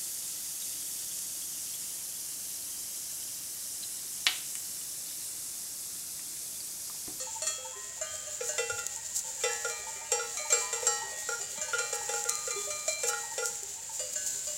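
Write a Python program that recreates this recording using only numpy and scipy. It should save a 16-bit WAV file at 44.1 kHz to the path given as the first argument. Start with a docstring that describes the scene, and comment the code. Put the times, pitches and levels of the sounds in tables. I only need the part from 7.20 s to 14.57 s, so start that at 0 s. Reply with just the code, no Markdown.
"""A wooded clearing, one microphone among a grazing herd. Close by, the clapper of a donkey's
sheet-iron bell clanks at every nod. Brighter goat and sheep bells ring near it, mixed with
low hollow clonks, and the rest of the flock jangles from among the trees.
Many hooves keep the dry leaves crackling, snap twigs and thud on the soil.
The trunks return a thin echo of the bells, and the wood murmurs in the distance."""
import sys
import numpy as np
from scipy import signal
from scipy.fft import rfft, irfft
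from scipy.io import wavfile

SR = 44100
rng = np.random.default_rng(int(sys.argv[2]) if len(sys.argv) > 2 else 0)


def generate_wav(signal):
    """Clip the signal to [-1, 1] and save it as 16-bit WAV at the path in sys.argv[1]."""
    frames = np.transpose(np.atleast_2d(signal))
    scaled = np.clip(frames, -1, 1) * 32767
    pcm = np.round(scaled).astype(np.int16)
    wavfile.write(sys.argv[1], SR, pcm)


N = 325017
TIME = np.arange(N) / SR


# donkey bell modes by family (hollow note, knock, flat face, rim, waist, sheen): f/Hz, level/dB, t60/s
DONKEY_BELL_MODES = [
    [(463, .5, .34), (492, -1, .17), (515, -2, .12), (555, -5, .08), (640, -14, .12), (2401, -17, .42),
     (5459, -13, .26)],
    [(1399, 0, .25), (1424, -4, .22)],
    [(1997, -2, .62), (2713, -3, .55), (3171, -7, .42), (3548, 0, .26), (4732, -15, .42)],
    [(1093, -18, 1.7), (1330, 0, .42), (1890, -8, 3), (2961, -10, .7), (3957, -7, .8), (4856, -8, .7),
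     (5590, -6, .7), (6826, -5, .42)],
    [(829, -6, .8), (1674, -17, .55), (5670, -3.5, .6), (7354, -2, .33)],
    [(4517, -22, .9), (7547, -2, .33), (8807, -21, .4), (12200, -22, .11)],
]
# clapper blows, whose landing point sets each family's drive: t/s, then level/dB per family
DONKEY_BELL_BLOWS = [(1.206, -32.5, -42, -55, -48, -45, -58), (1.381, -25, -38, -33.5, -50, -40, -29.5),
                     (1.497, -34, -33, -45, -58, -43, -38), (1.58, -45, -35, -45.5, -50, -60, -58),
                     (1.615, -66, -52, -65, -62, -71, -63), (2.236, -23.5, -40, -33.5, -38.5, -31.5, -30),
                     (2.446, -31, -33, -47.5, -47, -40, -42), (2.918, -27, -44, -40, -43.5, -31, -21),
                     (2.993, -35, -34.5, -47, -42.5, -40, -57), (3.324, -28, -34, -39.5, -39, -35.5, -16),
                     (3.528, -33, -46, -42.5, -42.5, -40, -28), (3.625, -32, -59, -58, -70, -51, -60),
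                     (3.668, -30.5, -41, -58, -33, -31.5, -19.5), (4.088, -32, -30.5, -64, -46, -37, -44),
                     (4.122, -62, -33, -67, -71, -44, -60), (4.532, -32, -26.5, -44, -46, -43, -59),
                     (4.588, -31.5, -31.5, -46, -46, -36.5, -32), (4.728, -33.5, -46, -52, -44, -36, -32),
                     (4.89, -33, -41, -44, -53, -35, -38), (4.937, -35, -33, -54, -48, -40.5, -35),
                     (5.051, -37.5, -35.5, -54, -59, -46.5, -46), (5.273, -34.5, -42, -50, -56, -47.5, -51),
                     (5.833, -27.5, -43, -45, -61, -36, -28.5), (5.885, -36, -33.5, -60, -39, -37, -36),
                     (5.932, -42, -33, -48.5, -46.5, -42, -50), (6.179, -29, -41.5, -43, -51, -37.5, -33),
                     (6.223, -37, -34.5, -77, -59, -49, -53)]
# spectrum of the walls' dull clack: f/Hz, level/dB
CLACK_SPECTRUM = [(300, -25), (1400, -2), (3300, -4.5), (7000, -17)]

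def donkey_bell(jangle_db=-35, jangle_growth=.5, hard_blow_db=-22, cutoff_hz=456):
    """Close up: the clapper rings the walls; a hard contact adds jangle, a flat one a dull clack."""
    walls = bell(DONKEY_BELL_MODES, DONKEY_BELL_BLOWS, scatter_db=1.5, choke_db=-15, swing_s=.4)
    # the bell is too small to radiate below the cutoff
    radiated = signal.sosfilt(signal.butter(4, cutoff_hz, "high", fs=SR, output="sos"), walls)
    # the jangle grows more slowly with force than the pure ring does
    hard_contacts = [(s, jangle_db + jangle_growth * (sheen - hard_blow_db))
                     for s, *_, sheen in DONKEY_BELL_BLOWS]
    flat_contacts = [(s, max(hollow, knock)) for s, hollow, knock, *_ in DONKEY_BELL_BLOWS]
    jangle = clapper(hard_contacts, tick_db=9, buzz_db=5, buzz_t60=.083)
    clack = clapper(flat_contacts, tick_db=-3, buzz_db=-1, buzz_t60=.12,
                    spectrum=CLACK_SPECTRUM, count=110)
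    return radiated + jangle + clack


def bell(families, blows, scatter_db, choke_db, swing_s):
    """Each blow wakes the modes; a full swing first chokes the old ring, a quick rebound hardly does."""
    out, last_s = np.zeros(N), 0
    for s, *drives_db in blows:
        swing = np.clip((s - last_s) / swing_s, 0, 1)
        out *= np.interp(TIME, [s, s + .005], [1, undb(choke_db * swing)])
        last_s = s
        for modes, drive_db in zip(families, drives_db):
            for hz, db, t60 in modes:
                mode_db = db + drive_db + scatter_db * rng.standard_normal()
                add(out, s, ring(hz, mode_db, t60, phase_spread=.7))
    return out


# the clapper's contact as the microphone hears it: f/Hz, level/dB
IRON_AT_MIC = [(400, -6), (1000, 0.5), (3000, -4), (5000, 0), (6300, 9.5), (7300, 14.5), (8300, 8.5),
               (10000, -1.5), (16000, -18)]

def clapper(contacts, tick_db, buzz_db, buzz_t60, spectrum=IRON_AT_MIC, tick_s=.00099, count=56):
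    """Iron meets iron at each contact (t/s, level/dB): a tick, then a buzz of crowded upper modes."""
    out, t = np.zeros(N), TIME[:SR // 2]
    crowd_hz = 1000 + 12000 * (np.arange(count) + rng.random(count)) / count
    for s, db in contacts:
        add(out, s, undb(db + tick_db) * np.exp(-t / tick_s) * rng.standard_normal(len(t)))
        for hz in crowd_hz:
            add(out, s, ring(hz, db + buzz_db, buzz_t60) * rng.standard_normal() / np.sqrt(count))
    return colour(out, spectrum)


# goat bell modes by family (hum, middle, upper ring): f/Hz, level/dB, t60/s
GOAT_BELL_MODES = [
    [(1218, -1, 1.7), (1351, -5, .7), (2068, -4, .6)],
    [(2359, 0, .85), (3171, -14, .7)],
    [(4057, -2, .7), (4095, 3, .7), (4198, -4, .7), (5770, -1, .4), (6263, 0, .6), (7187, 6, .38),
     (8780, 0, .27)],
]
# clapper blows: t/s, then level/dB per family
GOAT_BELL_BLOWS = [(0.816, -51, -52, -57), (2.207, -56, -46, -57), (2.498, -50.5, -42, -50),
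                   (2.759, -51.5, -49.5, -68), (3.171, -44.5, -44, -45.5), (3.303, -43, -34.5, -41.5),
                   (4.375, -54, -45, -55), (4.584, -50, -41, -47), (5.089, -40.5, -50, -41.5),
                   (5.306, -41.5, -46, -46), (5.505, -45, -39.5, -46), (5.68, -51.5, -37.5, -41.5)]

def goat_bell():
    """Near the microphone: one long-ringing bell; each blow chokes the old ring and starts a new one."""
    walls = bell(GOAT_BELL_MODES, GOAT_BELL_BLOWS, scatter_db=2.5, choke_db=-20, swing_s=.1)
    contacts = [(s, upper) for s, *_, upper in GOAT_BELL_BLOWS]
    return walls + clapper(contacts, tick_db=16.5, buzz_db=10, buzz_t60=.13)


# three small bells, each with modes (f/Hz, level/dB, t60/s) and blows (t/s, level/dB)
SMALL_BELL_MODES_AND_BLOWS = [ ([(1303, -10, 1.1), (1846, -9, .4), (2665, -9, 1.0), (3300, -10, 1.1),
                              (4226, -6, .35), (4355, 1, .45), (5642, 0, .33), (7171, 9, .15),
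                              (9400, 0, .12)], [(0.0, -44.5), (.22, -40), (.268, -36), (4.483, -47.5)]),
                              ([(1520, -4, 1.35), (1670, -3, 0.74), (2844, -4, 0.56), (4250, -7.5, 1.26),
                              (5170, -6, 0.66), (6420, 10, 0.24), (7130, 15.5, 0.2)], [(.813, -45.5),
                              (1.068, -52.5), (1.289, -44), (4.414, -44), (6.957, -44)]), ([(1996, -16, 1),
                              (2885, -8, 0.62), (5000, -9, 0.24), (4750, -0.5, 0.52), (7120, 9.5, 0.22)],
                              [(4.212, -44), (6.793, -40.5), (7.27, -44.5)])]

def small_bells():
    """Also nearby: light bells whose modes keep the same balance from blow to blow."""
    walls, contacts = np.zeros(N), []
    for modes, blows in SMALL_BELL_MODES_AND_BLOWS:
        contacts += blows
        for s, blow_db in blows:
            for hz, db, t60 in modes:
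                add(walls, s, ring(hz, db + blow_db, t60))
    return walls + clapper(contacts, tick_db=8, buzz_db=3.5, buzz_t60=.27)


# low hollow clonks of the herd's bells, many sounding with the nearby small bells' blows:
# f/Hz, t60/s, head tosses (t/s, level/dB)
HOLLOW_NOTES = [ (398.5, 0.27, [(.553, -46), (3.83, -40.5), (5.358, -32), (6.425, -42)]),
                (512.3, 0.18, [(0.0, -39), (.38, -39.5), (.445, -41), (6.795, -35.5)]),
                (599, 0.11, [(1.067, -36), (1.29, -30.5), (3.193, -32.5), (3.299, -28.5), (4.375, -35),
                (4.42, -33.5), (5.472, -26), (6.803, -31.5), (6.958, -39), (7.27, -31.5)]),
                (628, 0.073, [(.218, -25), (.247, -39), (.297, -33.5), (.811, -24), (.858, -34.5),
                (.935, -34), (2.503, -34), (5.679, -21)]), (890, 0.13, [(.069, -33), (.153, -34),
                (.445, -36), (2.04, -44.5), (2.07, -40), (2.305, -36.5), (2.668, -30.5), (2.81, -40),
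                (2.949, -37), (3.248, -35), (3.62, -37), (3.81, -29), (4.482, -36), (4.81, -35.5),
                (6.031, -38), (6.11, -35), (6.57, -45), (6.693, -37.5)])]

def hollow_clonks(count=14, trim_db=-.5, graze_db=-44, spread_db=8, db_per_octave=5):
    """The bells' hollow notes clonk loudly at a toss of the head, softly at random while grazing."""
    out = np.zeros(N)
    modes = [(1, 0), (1.035, -8), (1.9, -22)]  # note, close twin, overtone: ratio, level/dB
    swell_s = .0038  # the air inside takes a moment to swing up
    middle_hz = np.mean([hz for hz, *_ in HOLLOW_NOTES])
    for hz, t60, tosses in HOLLOW_NOTES:
        jitter, force = rng.random((count, 2)).T
        graze_times = TIME[-1] * (np.arange(count) + jitter) / count
        tilt_db = db_per_octave * np.log2(hz / middle_hz)
        soft_db = graze_db + spread_db * (force - .5) + bunching_db(graze_times) + tilt_db
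        for s, db in [*tosses, *zip(graze_times, soft_db)]:
            for ratio, mode_db in modes:
                add(out, s, ring(hz * ratio, db + trim_db + mode_db, t60, swell_s))
    return out


# single clear bell partials that ring on, some from the donkey's bell: t/s, f/Hz, level/dB, t60/s
CLEAR_PARTIALS = [(.53, 1035, -53, .6), (.55, 1885, -58, 2.4), (.86, 3171, -55, 1.3),
                  (2.29, 1715, -42, .55), (3.172, 2245, -50, .8), (3.41, 1003, -48, .5),
                  (4.533, 2962, -49, .45), (5.36, 3460, -52, .55)]

def chimes(gain_db=7.5):
    """Single partials swell quickly and sing on through the clatter."""
    out = np.zeros(N)
    for s, hz, db, t60 in CLEAR_PARTIALS:
        add(out, s, ring(hz, db + gain_db, t60, rise_s=.0046))
    return out


def far_flock(count=260, clonk_db=-49, tinkle_db=-60):
    """Far among the trees: bells jangle at random, each a low clonk with four high partials."""
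    out = np.zeros(N)
    for k, (jitter, pitch, nearness, *partials) in enumerate(rng.random((count, 7))):
        s = TIME[-1] * (k + jitter) / count
        db = 8 * (nearness - .5) + bunching_db(s)
        add(out, s, ring(480 + 500 * pitch, clonk_db + db, t60=.19, rise_s=.0018))
        for height in partials:
            add(out, s, ring(1400 * 4.3 ** height, tinkle_db + db, t60=.79, rise_s=.00051))
    return out


def bunching_db(s, peak_s=3.75, width_s=1.56, strayed_db=-11):
    """Level of the herd at time s against its loudest moment, when it bunches up."""
    return strayed_db * (1 - np.exp(-.5 * ((s - peak_s) / width_s) ** 2))


# twigs snapping: t/s, peak level/dB
TWIG_SNAPS = [(1.592, -22), (1.666, -16), (1.761, -22), (2.333, -20), (5.04, -18), (5.095, -8.5),
              (5.154, -20), (6.257, -13.5), (6.266, -23), (6.433, -21.5)]
# snaps and crunches, coloured by the microphone's resonance near 7.2 kHz: f/Hz, level/dB
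CRUNCH_AT_MIC = [(300, -35), (2000, -22), (4000, -6), (5200, 0), (6400, 8.5), (7200, 14), (8200, 6),
                 (10000, -1), (16000, -9.5)]

def twigs(break_s=.0012):
    """On the clearing floor: each twig breaks within a millisecond or two."""
    out, t = np.zeros(N), TIME[:SR // 50]
    for s, db in TWIG_SNAPS:
        fracture = rng.standard_normal(len(t)) * np.exp(-t / break_s)
        snap = colour(fracture, CRUNCH_AT_MIC)
        add(out, s, snap * undb(db) / np.abs(snap).max())
    return out


# leaf rustle, coloured by the microphone's resonance near 7.2 kHz: f/Hz, level/dB
RUSTLE_AT_MIC = [(300, -22.5), (1500, -32), (3000, -21.5), (4500, -14.5), (5600, -12.5), (6500, -5),
                 (7250, 1.5), (7900, -5), (8800, -12), (10500, -17), (13000, -22.5), (16000, -23)]
# course of the litter's rustle: t/s, level/dB
RUSTLE_LEVELS = [(0.0, -39), (0.49, -42), (2.38, -38), (2.52, -41), (2.75, -41.5), (3.4, -37.5),
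                 (4.29, -41.5), (5.01, -37.5), (6.16, -39), (6.38, -40.5), (6.69, -42), (6.96, -37.5),
                 (7.37, -37.5)]
# hooves pressing on leaves: centre t/s, level/dB, half-length/s
HOOF_CRUNCHES = [(1.276, -36.5, 0.027), (1.965, -28.5, 0.012), (1.994, -32.5, 0.01), (4.004, -36.5, 0.02),
                 (4.751, -34, 0.01), (5.888, -27.5, 0.013), (6.271, -35, 0.019), (6.753, -37.5, 0.018),
                 (6.936, -33, 0.0055), (7.074, -29.5, 0.0084)]

def leaves(hiss_gain=2.15, flutter_db=1.47):
    """The litter rustles under the whole herd; hooves near the microphone crush it in bursts."""
    fractures = crackle(per_s=2500, spread_db=4.9) + hiss_gain * rng.standard_normal(N)
    rustle = unit(colour(fractures, RUSTLE_AT_MIC))
    crush = unit(colour(crackle(per_s=3700, spread_db=2.8), CRUNCH_AT_MIC))
    pressure = sum(undb(db) * np.exp(-.5 * ((TIME - s) / half) ** 2) for s, db, half in HOOF_CRUNCHES)
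    stir_db = np.interp(TIME, *np.transpose(RUSTLE_LEVELS)) + flutter_db * wander(per_s=22)
    return rustle * undb(stir_db) + crush * pressure


def crackle(per_s, spread_db):
    """Dense tiny fractures of very uneven size, rms 1."""
    breaks = rng.random(N) < per_s / SR
    size = np.minimum(rng.exponential(size=N), 5)
    polarity = np.sign(rng.standard_normal(N))
    return unit(breaks * undb(spread_db * size) * polarity)


# hooves on the soil: t/s, f/Hz, level/dB, t60/s
HOOF_THUDS = [(0.9, 88, -49, 0.34), (1.521, 96.6, -35, 0.12), (1.663, 462, -29, 0.016),
              (4.382, 196, -30, 0.031), (6.298, 194, -47, 0.1)]

def hoof_falls():
    """At ground level: the soil answers a hoof with one dull, damped note."""
    out = np.zeros(N)
    for s, hz, db, t60 in HOOF_THUDS:
        add(out, s, ring(hz, db, t60, rise_s=.0015))
    return out


def trunks(x, echo_db, t60, delay_s=.008):
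    """The surrounding trees scatter sound back to the microphone."""
    t = TIME[:SR]
    response = rng.standard_normal(SR) * undb(-60 * t / t60) * (t > delay_s)
    return undb(echo_db) * signal.fftconvolve(x, response / np.linalg.norm(response))[:N]


# spectrum of the distant wood: f/Hz, level/dB
MURMUR_SPECTRUM = [(20, -20), (40, -26), (65, 6), (110, 3), (170, -1), (330, -10), (550, 1.5), (900, -11.5),
                   (1500, -2.5), (3000, -3), (8000, -24)]

def wood_murmur(level_db=-57, drift_db=.8):
    """Behind everything: the wood's low murmur, drifting slightly in level."""
    murmur = unit(colour(rng.standard_normal(N), MURMUR_SPECTRUM))
    return murmur * undb(level_db + drift_db * wander(per_s=1.85))


def ring(hz, db, t60, rise_s=.0002, phase_spread=1):
    """One decaying mode; it builds up over rise_s plus one cycle."""
    t = TIME[:int(max(t60, .01) * SR)]
    attack = -np.expm1(-t / (rise_s + 1 / hz))
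    cycles = hz * t + phase_spread * rng.random()
    return undb(db - 60 * t / t60) * attack * np.sin(2 * np.pi * cycles)


def colour(x, spectrum, size=4096):
    """Causal filter with the given outline (f/Hz, level/dB)."""
    hz, db = np.transpose(spectrum)
    f = np.fft.rfftfreq(2 * size, 1 / SR)
    gain = undb(np.interp(np.log(f + 1), np.log(hz), db))
    cepstrum = irfft(np.log(gain))
    fold = np.r_[1, np.full(size - 1, 2)]  # gives minimum phase
    response = irfft(np.exp(rfft(cepstrum[:size] * fold, 2 * size)))
    return signal.fftconvolve(x, response[:size])[:len(x)]


def wander(per_s):
    """Random drift, spread near 1, with per_s turning points a second."""
    return np.interp(TIME * per_s, np.arange(1000), rng.standard_normal(1000))


def undb(db):
    """Decibels to gain."""
    return 10 ** (np.asarray(db) / 20)


def unit(x):
    """Scale to rms 1."""
    return x / np.sqrt(np.mean(x ** 2))


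def add(out, s, x):
    """Mix x into out from time s on."""
    i = max(int(s * SR), 0)
    out[i:i + len(x)] += x[:max(N - i, 0)]


def scene():
    """All bells and hooves in the clearing, in mono."""
    near = donkey_bell() + goat_bell() + small_bells()
    herd = hollow_clonks() + chimes() + far_flock()
    echo = trunks(near, echo_db=-12, t60=.4) + trunks(herd, echo_db=-7, t60=.5)
    return (near + herd + echo + twigs() + leaves() + wood_murmur() + hoof_falls())[None]


def record(dry):
    """The recorder cuts the top treble steeply."""
    top_hz = 15900
    return signal.sosfilt(signal.ellip(10, .2, 70, top_hz, fs=SR, output="sos"), dry)


dry = scene()
out = record(dry)
generate_wav(out)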